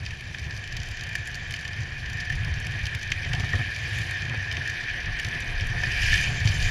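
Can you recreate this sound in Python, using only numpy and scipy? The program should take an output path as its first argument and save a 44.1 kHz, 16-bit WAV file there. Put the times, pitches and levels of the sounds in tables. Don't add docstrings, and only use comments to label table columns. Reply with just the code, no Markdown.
import sys
import numpy as np
from scipy import signal
from scipy.fft import rfft, irfft, next_fast_len
from scipy.io import wavfile
from scipy.ndimage import uniform_filter1d, map_coordinates

SR = 44100
rng = np.random.default_rng(int(sys.argv[2]) if len(sys.argv) > 2 else 0)


def natural_amplitude(level_db):
    exponent = np.asarray(level_db, float) / 20
    return 10 ** exponent


def bounce(signal):
    frames = np.transpose(np.atleast_2d(signal))
    limited = np.clip(frames, -1, 1)
    pcm = np.round(limited * 32767).astype(np.int16)
    wavfile.write(sys.argv[1], SR, pcm)


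N = 295470


def unit(x):
    return x / np.sqrt(np.mean(x ** 2) + 1e-20)


def curves(rows):
    s, *columns = np.transpose(rows)
    return [np.interp(np.arange(N) / SR, s, column) for column in columns]


def wobble(rate_hz):
    knots = rng.standard_normal(int(N * rate_hz / SR) + 4)
    return map_coordinates(knots, [np.arange(N) * rate_hz / SR])


def filtered(x, response):
    m = next_fast_len(N + SR // 2)
    return irfft(rfft(x, m) * response(np.fft.rfftfreq(m, 1 / SR)), m)[:N]


def coloured(x, points):
    last_hz, last_db = points[-1]
    f, db = np.transpose(points + [(2 * last_hz, last_db - 40)])
    return filtered(x, lambda hz: natural_amplitude(np.interp(np.log(hz + 1), np.log(f), db)))


def resonant(x, modes):
    def response(f):
        total = 0
        for k, (centre, width, db) in enumerate(modes):
            damping = 1j * f * width
            total = total + (-1) ** k * natural_amplitude(db) * damping / (centre * centre - f * f + damping)
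        return total
    return filtered(x, response)


def grains(rate_hz, spread_db, smooth):
    struck = rng.random(N) < rate_hz / SR
    hardness_db = spread_db * np.minimum(rng.exponential(size=N), 3)
    size = natural_amplitude(hardness_db) * rng.standard_normal(N)
    return unit(struck * size) + smooth * rng.standard_normal(N)


def patchy(x, depth_db, bins, frames):
    z = signal.stft(x, nperseg=256)[2]
    field = uniform_filter1d(rng.standard_normal(z.shape), bins, 0)
    field = uniform_filter1d(field, frames, 1)
    return unit(signal.istft(z * natural_amplitude(depth_db * unit(field)), nperseg=256)[1][:N])


def bursts(s, ms, db):
    t = np.arange(SR // 20) / SR
    life = t / np.maximum(ms, 0.5)[:, None] * 1000
    rattle = natural_amplitude(-13 - 60 * t / 0.075)
    shape = (np.exp(-0.8 * life ** 2) + rattle) * (1 - np.exp(-t / 0.00024))
    at = np.round(s * SR).astype(int)[:, None] + np.arange(len(t))
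    return np.bincount(at.ravel(), (natural_amplitude(db)[:, None] * shape).ravel(), N + SR)[:N]


def ringing(rows, rise_s, rough):
    out, t = np.zeros(N + SR), np.arange(SR // 4) / SR
    swell = (1 - np.exp(-t / rise_s)) ** 2
    for s, db, hz, t60_s in rows:
        decay = natural_amplitude(db - 60 * t / max(t60_s, 0.005))
        out[round(s * SR):][:len(t)] += decay * swell * np.sin(2 * np.pi * hz * t)
    return out[:N] * (1 + rough * wobble(1500))


# centre in Hz, width in Hz, level in dB.
CASE_MODES = [(1770, 163, -5), (2415, 197, -4.5), (3096, 260, -9.5), (3638, 288, -13), (4640, 756, -13),
              (6110, 777, -17.5), (7200, 286, -26.5), (10010, 880, -28.5), (11100, 4900, -36)]


def airborne(envelope, source, points):
    steady = np.std(resonant(coloured(source, points), CASE_MODES))
    return resonant(coloured(envelope * source, points), CASE_MODES) / steady


# time in seconds, load on the sleeves in dB, sideways scrape in dB.
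ROLLING = [
    (0.0, -48, -68),
    (0.4, -47, -68),
    (0.97, -42, -69),
    (2.07, -41.5, -68),
    (2.22, -39.5, -67),
    (3.29, -39, -64.5),
    (4.03, -38, -60),
    (4.34, -36.5, -66),
    (4.95, -36, -63),
    (5.55, -38.5, -63),
]
# time in seconds, load on the sleeves in dB, sideways scrape in dB.
SLIDING = [
    (5.62, -36.5, -62.5),
    (5.85, -32.5, -56),
    (6.05, -29.5, -49),
    (6.146, -27.5, -43),
    (6.27, -32, -52),
    (6.386, -35.5, -58.5),
    (6.452, -35, -53),
    (6.7, -33, -50.5),
]
# frequency in Hz, level in dB per Hz.
DRONE_SPECTRUM = [(700, -6), (1250, -5), (1450, 3.5), (1660, 8.5), (1850, 5), (2000, -1), (2600, -34)]
# frequency in Hz, level in dB per Hz.
GRIND_SPECTRUM = [(1000, -42), (1900, -15), (2200, 0.5), (3300, -2), (4200, -7.5), (6000, -37)]
# frequency in Hz, level in dB per Hz.
HISS_SPECTRUM = [(2500, -14.5), (3600, -4), (4800, -3.5), (6300, -3.5), (6900, -18), (9000, -33)]
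# frequency in Hz, level in dB per Hz.
FIZZ_SPECTRUM = [(6500, -24), (8000, 3.5), (9000, -1), (12000, -5), (14000, -12), (15300, -13)]


def wheels():
    drone_db, fizz_db = curves(ROLLING + SLIDING)
    load_db, scrape_db = drone_db + 38, fizz_db + 68
    grind_db = -43 + 0.43 * load_db + 0.4 * scrape_db
    hiss_db = -49.5 + 0.31 * load_db + 0.61 * scrape_db
    sliding = np.arange(N) / SR > SLIDING[0][0]
    lift_db = np.where(sliding, -0.5, 2.0)
    lumpy = np.where(sliding, 0.3, 1.0)
    flutter = lumpy * (wobble(12) + 0.4 * wobble(40))
    coarse = patchy(grains(4000, spread_db=1.5, smooth=1.0), depth_db=1.5, bins=3, frames=12)
    fine = patchy(grains(2500, spread_db=2.0, smooth=1.0), depth_db=2.5, bins=10, frames=5)
    drone_db = drone_db + lift_db + 0.3 * flutter + 0.38 * wobble(28)
    grind_db = grind_db + lift_db + 0.33 * flutter + 0.74 * wobble(30)
    hiss_db = hiss_db + lift_db - 4 + 0.38 * flutter + 0.22 * wobble(30)
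    fizz_db = fizz_db + lift_db + 0.5 + 1.1 * flutter + lumpy * wobble(23)
    low = airborne(natural_amplitude(drone_db), coarse, DRONE_SPECTRUM) + airborne(natural_amplitude(grind_db), coarse, GRIND_SPECTRUM)
    high = airborne(natural_amplitude(hiss_db), fine, HISS_SPECTRUM) + airborne(natural_amplitude(fizz_db), fine, FIZZ_SPECTRUM)
    return low + high


# time in seconds, drumming in dB.
ROUGHNESS = [(0.0, -37.5), (0.49, -38.5), (1.1, -39), (1.46, -39.5), (2.4, -35.5), (3.0, -37), (3.49, -31),
             (3.75, -38), (4.25, -36), (4.64, -40.5), (5.9, -36), (6.2, -31.5), (6.7, -29.5)]
# frequency in Hz, level in dB per Hz.
FRAME_SPECTRUM = [(29, -33), (50, -6.5), (91, 1), (108, 0), (149, -5), (205, -21), (230, -27), (300, -27.5),
                  (510, -120)]
# centre in Hz, width in Hz, level in dB.
MOUNT_MODES = [(237.4, 17.2, 1.5), (339.4, 46, -1.5), (492, 223, -6.5), (714.5, 54, 1.5), (1050, 630, -9)]
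# time in seconds, peak in dB.
MOUNT_JARS = [(3.248, -33), (3.299, -29), (3.332, -25), (3.363, -26), (3.391, -25), (3.433, -23.5),
              (3.534, -21), (3.555, -32), (3.589, -26), (4.27, -36), (4.306, -28), (4.336, -28),
              (4.52, -36), (4.57, -34), (5.7, -35), (5.829, -28), (5.88, -50), (6.13, -38), (6.451, -31),
              (6.49, -37), (6.68, -42)]
# time in seconds, peak in dB, frequency in Hz, t60 in seconds.
SEAMS = [(1.809, -19, 87, 0.086), (2.301, -25, 116, 0.12), (2.513, -16.5, 71, 0.096),
         (3.159, -21.5, 86, 0.12), (3.306, -16.5, 101, 0.082), (3.34, -18, 104, 0.058),
         (3.377, -21, 97.5, 0.062), (3.398, -9, 99, 0.042), (3.432, -11, 97, 0.057),
         (3.533, -14, 99, 0.081), (3.563, -20, 100, 0.072), (3.591, -22.5, 105.5, 0.15),
         (5.696, -18.5, 116, 0.094), (6.127, -18, 100, 0.11), (6.305, -27, 78.5, 0.058),
         (6.451, -7.5, 106, 0.095), (6.499, -15, 95, 0.064), (6.579, -21, 111, 0.086),
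         (6.678, -6.5, 102, 0.033)]
# time in seconds, peak in dB, frequency in Hz.
SMALL_RIDGES = [(0.017, -26.5, 95), (0.255, -28, 105), (0.304, -32, 100), (0.407, -24, 103),
                (0.525, -29, 80.7), (0.587, -34, 113), (0.872, -29, 80.7), (1.188, -25.5, 95),
                (1.689, -26.5, 118), (2.059, -23, 70.0), (2.27, -26, 102), (2.324, -21.5, 133),
                (2.43, -25, 99), (2.692, -23, 113), (2.818, -26, 62.4), (2.859, -21.5, 101),
                (2.905, -24, 91.5), (2.947, -19, 93), (3.255, -18.5, 92), (3.823, -25, 91.5),
                (3.919, -24, 105), (3.994, -24, 97), (4.086, -28, 107), (4.278, -27, 117),
                (4.304, -25.5, 122), (4.339, -30, 118), (4.373, -23, 96.9), (4.521, -23.5, 77.6),
                (4.582, -26, 136), (4.692, -27, 94.2), (4.909, -24, 96.9), (5.084, -27, 88.8),
                (5.249, -23, 98), (5.405, -24, 88.8), (5.514, -42, 83.4), (5.62, -20, 83),
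                (5.785, -19, 103), (5.83, -21, 119), (5.901, -32, 105), (6.034, -19, 104),
                (6.408, -16.5, 96), (6.605, -27, 83.4), (6.639, -25, 96.9)]


def frame():
    drum_db, = curves(ROUGHNESS)
    jolts_db = 2.6 * wobble(25)
    drum = unit(natural_amplitude(jolts_db) * coloured(rng.standard_normal(N), FRAME_SPECTRUM))
    jar_s, jar_db = np.transpose(MOUNT_JARS)
    thud = bursts(jar_s, np.full(len(jar_s), 30.0), jar_db - 19)
    shake_db = -54 + 0.9645 * np.arange(N) / SR + 0.074 * (drum_db + 38)
    shaking = natural_amplitude(shake_db + 2.5 + 0.37 * jolts_db)
    shaking = shaking + bursts(jar_s, np.full(len(jar_s), 16.0), jar_db - 17)
    road = coloured(grains(800, spread_db=-0.5, smooth=1.55), [(100, 0), (3000, 0)])
    shake = resonant(shaking * road, MOUNT_MODES) / np.std(resonant(road, MOUNT_MODES))
    ridges = [(s, db - 1.5, hz, 0.1) for s, db, hz in SMALL_RIDGES]
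    thumps = natural_amplitude(5.5) * ringing(SEAMS + ridges, rise_s=0.0048, rough=0.012)
    return (natural_amplitude(drum_db + 1.52) + thud) * drum + shake - thumps


# time in seconds, level in dB.
HEAD_WIND = [
    (0.0, -57),
    (0.07, -42),
    (1.53, -45),
    (2.5, -36),
    (3.17, -44),
    (3.28, -38),
    (3.97, -50),
    (5.3, -40),
    (6.66, -28.5),
    (6.7, -36),
]
# frequency in Hz, level in dB per Hz.
GUST_SPECTRUM = [(10, -23), (25, 6), (45, -4.5), (60, 1), (90, -35), (150, -75)]


def wind():
    buffets = natural_amplitude(4.3 * wobble(4.11)) * coloured(rng.standard_normal(N), GUST_SPECTRUM)
    return natural_amplitude(curves(HEAD_WIND)[0]) * unit(buffets)


# time in seconds, level in dB.
DAMP_DUST = [(0.0, -66), (0.47, -63), (0.97, -58), (1.1, -61), (1.57, -58.5), (1.75, -61.5), (3.0, -65.5),
             (4.01, -53.5), (4.42, -66), (4.76, -61), (5.26, -71), (5.8, -58), (6.08, -46), (6.44, -50),
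             (6.7, -41.5)]
# frequency in Hz, level in dB per Hz.
DUST_SPECTRUM = [(5800, -20), (6700, -6), (7600, -4), (8300, -26)]


def spray():
    level_db = curves(DAMP_DUST)[0] + 6 + 2.5 * wobble(30)
    return airborne(natural_amplitude(level_db), grains(2000, spread_db=4.0, smooth=0.87), DUST_SPECTRUM)


# time in seconds, crack in dB, bright edge over it in dB, length in ms.
GUARD_RAIL_TICKS = [(0.0514, -30, -39, 2.8), (0.062, -23.5, -36, 2.7), (0.2079, -38, -13, 3.5),
                    (0.384, -35, -19, 3.5), (0.5079, -28, -41, 2.2), (0.574, -33, -19, 3.2),
                    (0.639, -29, -27, 3.2), (0.6746, -32, -23, 3.5), (0.724, -29, -21, 3.9),
                    (0.766, -25, -22, 5.2), (0.8007, -27, -33, 3.1), (0.8154, -35, -27, 3.5),
                    (0.8317, -26, -23, 3.1), (0.872, -33, -24, 3.5), (0.8867, -34, -13, 3.1),
                    (0.9118, -35, -15, 4.5), (0.971, -30, -31, 2.9), (0.9946, -32, -27, 3.5),
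                    (1.009, -26.5, -25, 2.7), (1.035, -31, -15, 3.9), (1.0894, -33.5, -16, 4.8),
                    (1.13, -33, -22, 2.9), (1.1524, -23, -19, 6), (1.255, -39, -13, 3.5),
                    (1.273, -32.5, -6.5, 2.9), (1.344, -27.5, -20, 2.6), (1.352, -33.5, -12, 3.5),
                    (1.5068, -31.5, -13, 6.2), (1.5224, -27, -25, 3.2), (1.538, -30, -16, 3.9)]
# time in seconds, crack in dB, bright edge over it in dB, length in ms.
PATCHED_ROAD_TICKS = [(1.562, -31.5, -19, 5.5), (1.677, -28.5, -23, 5), (2.098, -32, -20, 5.1),
                      (2.1311, -35, -20, 4.5), (2.182, -38, -29, 4.5), (2.2005, -28.5, -23, 10),
                      (2.2982, -35, -12, 5), (2.322, -33, -20, 5.4), (2.352, -33.5, -17, 5.9),
                      (2.4466, -28, -19, 3.1), (2.5995, -39, -6, 4.5), (2.6673, -29.5, -12, 3.4),
                      (2.7182, -36, -20, 4.5), (2.7901, -35, -24, 4.5), (2.8544, -26, -18, 4),
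                      (2.8664, -27.5, -18, 3.7), (2.9476, -29, -16, 5.4), (2.9926, -37, -18, 4.5),
                      (3.0126, -33, -23, 4.5), (3.029, -29, -17, 4.5), (3.1172, -17.5, -26, 4.5),
                      (3.247, -30, -36, 4.5), (3.3314, -24.5, -20, 5.2), (3.3483, -28, -27, 4.5),
                      (3.403, -37, -12, 4.5), (3.4905, -28, -28, 3.6), (3.7456, -33, -29, 7.2),
                      (3.761, -26.5, -20, 3.6), (3.9855, -36, -6, 4.5), (4.015, -31, -18, 4.5)]
# time in seconds, crack in dB, bright edge over it in dB, length in ms.
TURN_IN_TICKS = [(4.1096, -31.5, -11, 2.9), (4.2193, -27.5, -30, 3.9), (4.2516, -32, -23, 3.8),
                 (4.2946, -30, -25, 3.5), (4.4762, -40, -25, 3.5), (4.513, -25, -30, 3.5),
                 (4.5244, -28.5, -17, 3.5), (4.568, -27, -25, 3.5), (4.675, -25.5, -23, 5),
                 (4.697, -29, -13.5, 3.1), (4.7024, -39, -22, 3.5), (5.0025, -31, -28, 3.5),
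                 (5.1884, -32, -22, 3.5), (5.196, -27.5, -14, 4.7), (5.2462, -24, -19, 4),
                 (5.2664, -36, -18, 3.5), (5.2849, -32, -17, 3.5), (5.3497, -36, -20, 3.5),
                 (5.403, -33, -12, 3.5), (5.4206, -32, -32, 3.5), (5.5313, -50, -20, 2.8),
                 (5.5972, -40, -22, 3.5), (5.6085, -25, -31, 2.7), (5.6687, -37.5, -7, 3.9),
                 (5.8341, -26, -26, 3.4), (5.9179, -27, -19, 3.5), (6.0312, -25.5, -15, 3.5),
                 (6.14, -14.5, -30, 2.4), (6.4736, -19, -35, 6.6), (6.6245, -22, -23, 4.7)]
# time in seconds, peak in dB, bright edge over it in dB.
FINE_SPECKS = [(0.2428, -39, -22), (0.254, -35, -28), (0.3306, -40, -20), (0.4434, -47, -22),
               (0.5556, -38, -18), (0.9686, -31, -22), (1.069, -31, -18), (1.1844, -36, -20),
               (1.3039, -38, -20), (1.3144, -34, -20), (1.4804, -40, -20), (1.5914, -33, -16),
               (1.6107, -33, -17), (1.731, -28, -26), (1.7639, -37, -14), (1.8342, -44, -20),
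               (1.9924, -41, -14), (2.1311, -35, -20), (2.1714, -31, -22), (2.4814, -35, -19),
               (2.54, -31, -20), (2.6484, -40, -15), (2.7084, -32, -20), (3.0754, -35, -20),
               (3.1025, -31, -16), (3.3977, -23, -24), (3.5304, -28, -20), (3.787, -29, -20),
               (4.3444, -36, -20), (4.4264, -40, -24), (4.8105, -33, -24), (4.8299, -35, -29),
               (4.896, -30, -30), (4.9614, -45, -18), (5.0579, -31, -25), (5.232, -25, -24),
               (5.7004, -38, -18), (5.7354, -42, -20), (5.8163, -28, -22), (5.944, -34, -20),
               (6.018, -22, -22), (6.0621, -26, -20), (6.0744, -22, -24), (6.1777, -18, -24),
               (6.2294, -24, -18), (6.4023, -21, -27), (6.4564, -24, -20), (6.4894, -32, -20),
               (6.5154, -29, -20), (6.602, -24, -20), (6.682, -26, -20)]
# time in seconds, level in dB.
LOOSE_SCUFFS = [(0.029, -36), (0.1057, -33), (0.169, -38), (0.3446, -38), (0.3934, -34), (0.5636, -33),
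                (0.8574, -35), (1.2824, -45), (1.6477, -31), (2.0118, -40), (2.0582, -33), (2.2493, -32),
                (2.8314, -33), (3.2286, -36), (3.2889, -33), (3.4444, -30), (3.5524, -29), (5.1682, -42),
                (4.9614, -46), (5.7004, -37), (6.062, -26), (6.078, -29), (6.485, -25)]
# time in seconds, level in dB.
PART_KNOCKS = [(0.0623, -29), (0.1064, -22), (0.2067, -27), (0.3446, -23), (0.7667, -45), (1.1528, -34),
               (1.5083, -26), (1.538, -22.5), (1.5595, -25), (1.651, -21), (2.3008, -22), (2.6678, -26),
               (2.8667, -20.5), (2.9482, -25), (3.0275, -33), (3.119, -13.5), (3.248, -21), (3.3329, -16),
               (3.4035, -20.5), (3.7604, -28), (3.985, -24), (4.296, -23), (4.5247, -28), (4.5677, -22),
               (5.1958, -20.5), (5.248, -19.5), (5.598, -19), (5.8348, -15.5), (6.1384, -26), (6.4732, -39)]
# frequency in Hz, level in dB per Hz.
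KNOCK_SPECTRUM = [(900, -16), (1700, -7), (2200, -2), (3000, -1), (4200, -10.5), (7000, -20)]
# frequency in Hz, level in dB per Hz.
CRACK_SPECTRUM = [(1800, -31), (3000, 3), (5000, 4), (7500, 8.5), (9000, 4), (13000, -38)]
# frequency in Hz, level in dB per Hz.
EDGE_SPECTRUM = [(5000, -23.5), (7500, 8), (9000, 3), (12000, 2), (15000, -10)]


def grit():
    specks = [(s, db + 0.5, edge_db, 1.53) for s, db, edge_db in FINE_SPECKS]
    ticks = GUARD_RAIL_TICKS + PATCHED_ROAD_TICKS + TURN_IN_TICKS + specks
    s, crack_db, edge_db, ms = np.transpose(ticks)
    crack_db = crack_db - 9.5
    scuff_s, scuff_db = np.transpose(LOOSE_SCUFFS)
    scuffs = bursts(scuff_s, np.full(len(scuff_s), 8.5), scuff_db - 13)
    knock_s, knock_db = np.transpose(PART_KNOCKS)
    knocks = bursts(knock_s, np.full(len(knock_s), 3.1), knock_db - 9)
    knocks = knocks + bursts(s, ms, crack_db - 1)

    when, size, tone, length = rng.random((420, 4)).T
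    patter_s, patter_ms = when * N / SR, 1.1 + 6 * length ** 3
    patter_db = -0.5 - 3.3 * np.log(size + 0.05)
    cracks = bursts(s, ms, crack_db) + scuffs + bursts(patter_s, patter_ms, patter_db - 59 + 8 * tone)
    edges = bursts(s, ms, crack_db + edge_db + 9.5) + natural_amplitude(-11.5) * scuffs
    edges = edges + bursts(patter_s, patter_ms, patter_db - 68 - 8 * tone)
    snaps = np.bincount(np.round(s * SR).astype(int) + 12, natural_amplitude(crack_db + 5), N)

    noises = rng.standard_normal((3, N))
    dull, mid, bright = [patchy(noise, depth_db=1.5, bins=7, frames=4) for noise in noises]
    out = airborne(knocks, dull, KNOCK_SPECTRUM)
    out += airborne(cracks, mid, CRACK_SPECTRUM)
    out += airborne(snaps, np.sign(rng.standard_normal(N)), CRACK_SPECTRUM)
    return out + airborne(edges, bright, EDGE_SPECTRUM)


# time in seconds, peak in dB, frequency in Hz, t60 in seconds.
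STONE_HITS = [(0.346, -20, 1780, 0.017), (0.508, -24, 1780, 0.0069), (0.766, -23, 1780, 0.013),
              (0.106, -29, 1790, 0.015), (1.785, -26, 1770, 0.018), (1.1528, -14.5, 1780, 0.021),
              (1.6516, -21, 1770, 0.025), (2.3002, -21, 1770, 0.044), (2.948, -21, 1780, 0.013),
              (3.249, -29, 1820, 0.017), (4.513, -27, 1780, 0.016), (5.247, -19, 1780, 0.013),
              (3.1187, -17, 1710, 0.015), (3.5334, -13, 1840, 0.026), (3.552, -22, 1720, 0.027),
              (4.4363, -34, 1790, 0.04), (5.1102, -35, 1730, 0.02), (5.8356, -15.5, 1770, 0.04),
              (6.0614, -20, 1760, 0.021), (6.129, -15, 1760, 0.018), (6.5957, -29, 1740, 0.025),
              (6.6855, -16, 1760, 0.0093)]


def stones():
    return natural_amplitude(4) * ringing(STONE_HITS, rise_s=0.00086, rough=0.066)


# frequency in Hz, level in dB per Hz.
JUDDER_SPECTRUM = [(1900, -32), (2300, 1), (3000, 5), (3500, -26), (5000, -3), (7000, -23)]


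def judder():
    start_s, rise_s, hold_s, fall_s = 5.84, 0.13, 0.3, 0.057
    corners_s = start_s + np.cumsum([0, rise_s, hold_s, fall_s])
    swell = np.interp(np.arange(N) / SR, corners_s, [0, 1, 1, 0])
    envelope = swell * natural_amplitude(-33 + 3 * wobble(70))
    return airborne(envelope, grains(1500, spread_db=8.0, smooth=1.7), JUDDER_SPECTRUM)


def scene():
    return (wheels() + frame() + wind() + spray() + grit() + stones() + judder())[None]


def band_limit(x):
    return signal.sosfilt(signal.butter(12, 15700, fs=SR, output="sos"), x)


def record(dry):
    top_hz = 15330
    mix = filtered(dry[0], lambda hz: hz < top_hz)[None]
    return band_limit(mix)


dry = scene()
out = record(dry)
bounce(out)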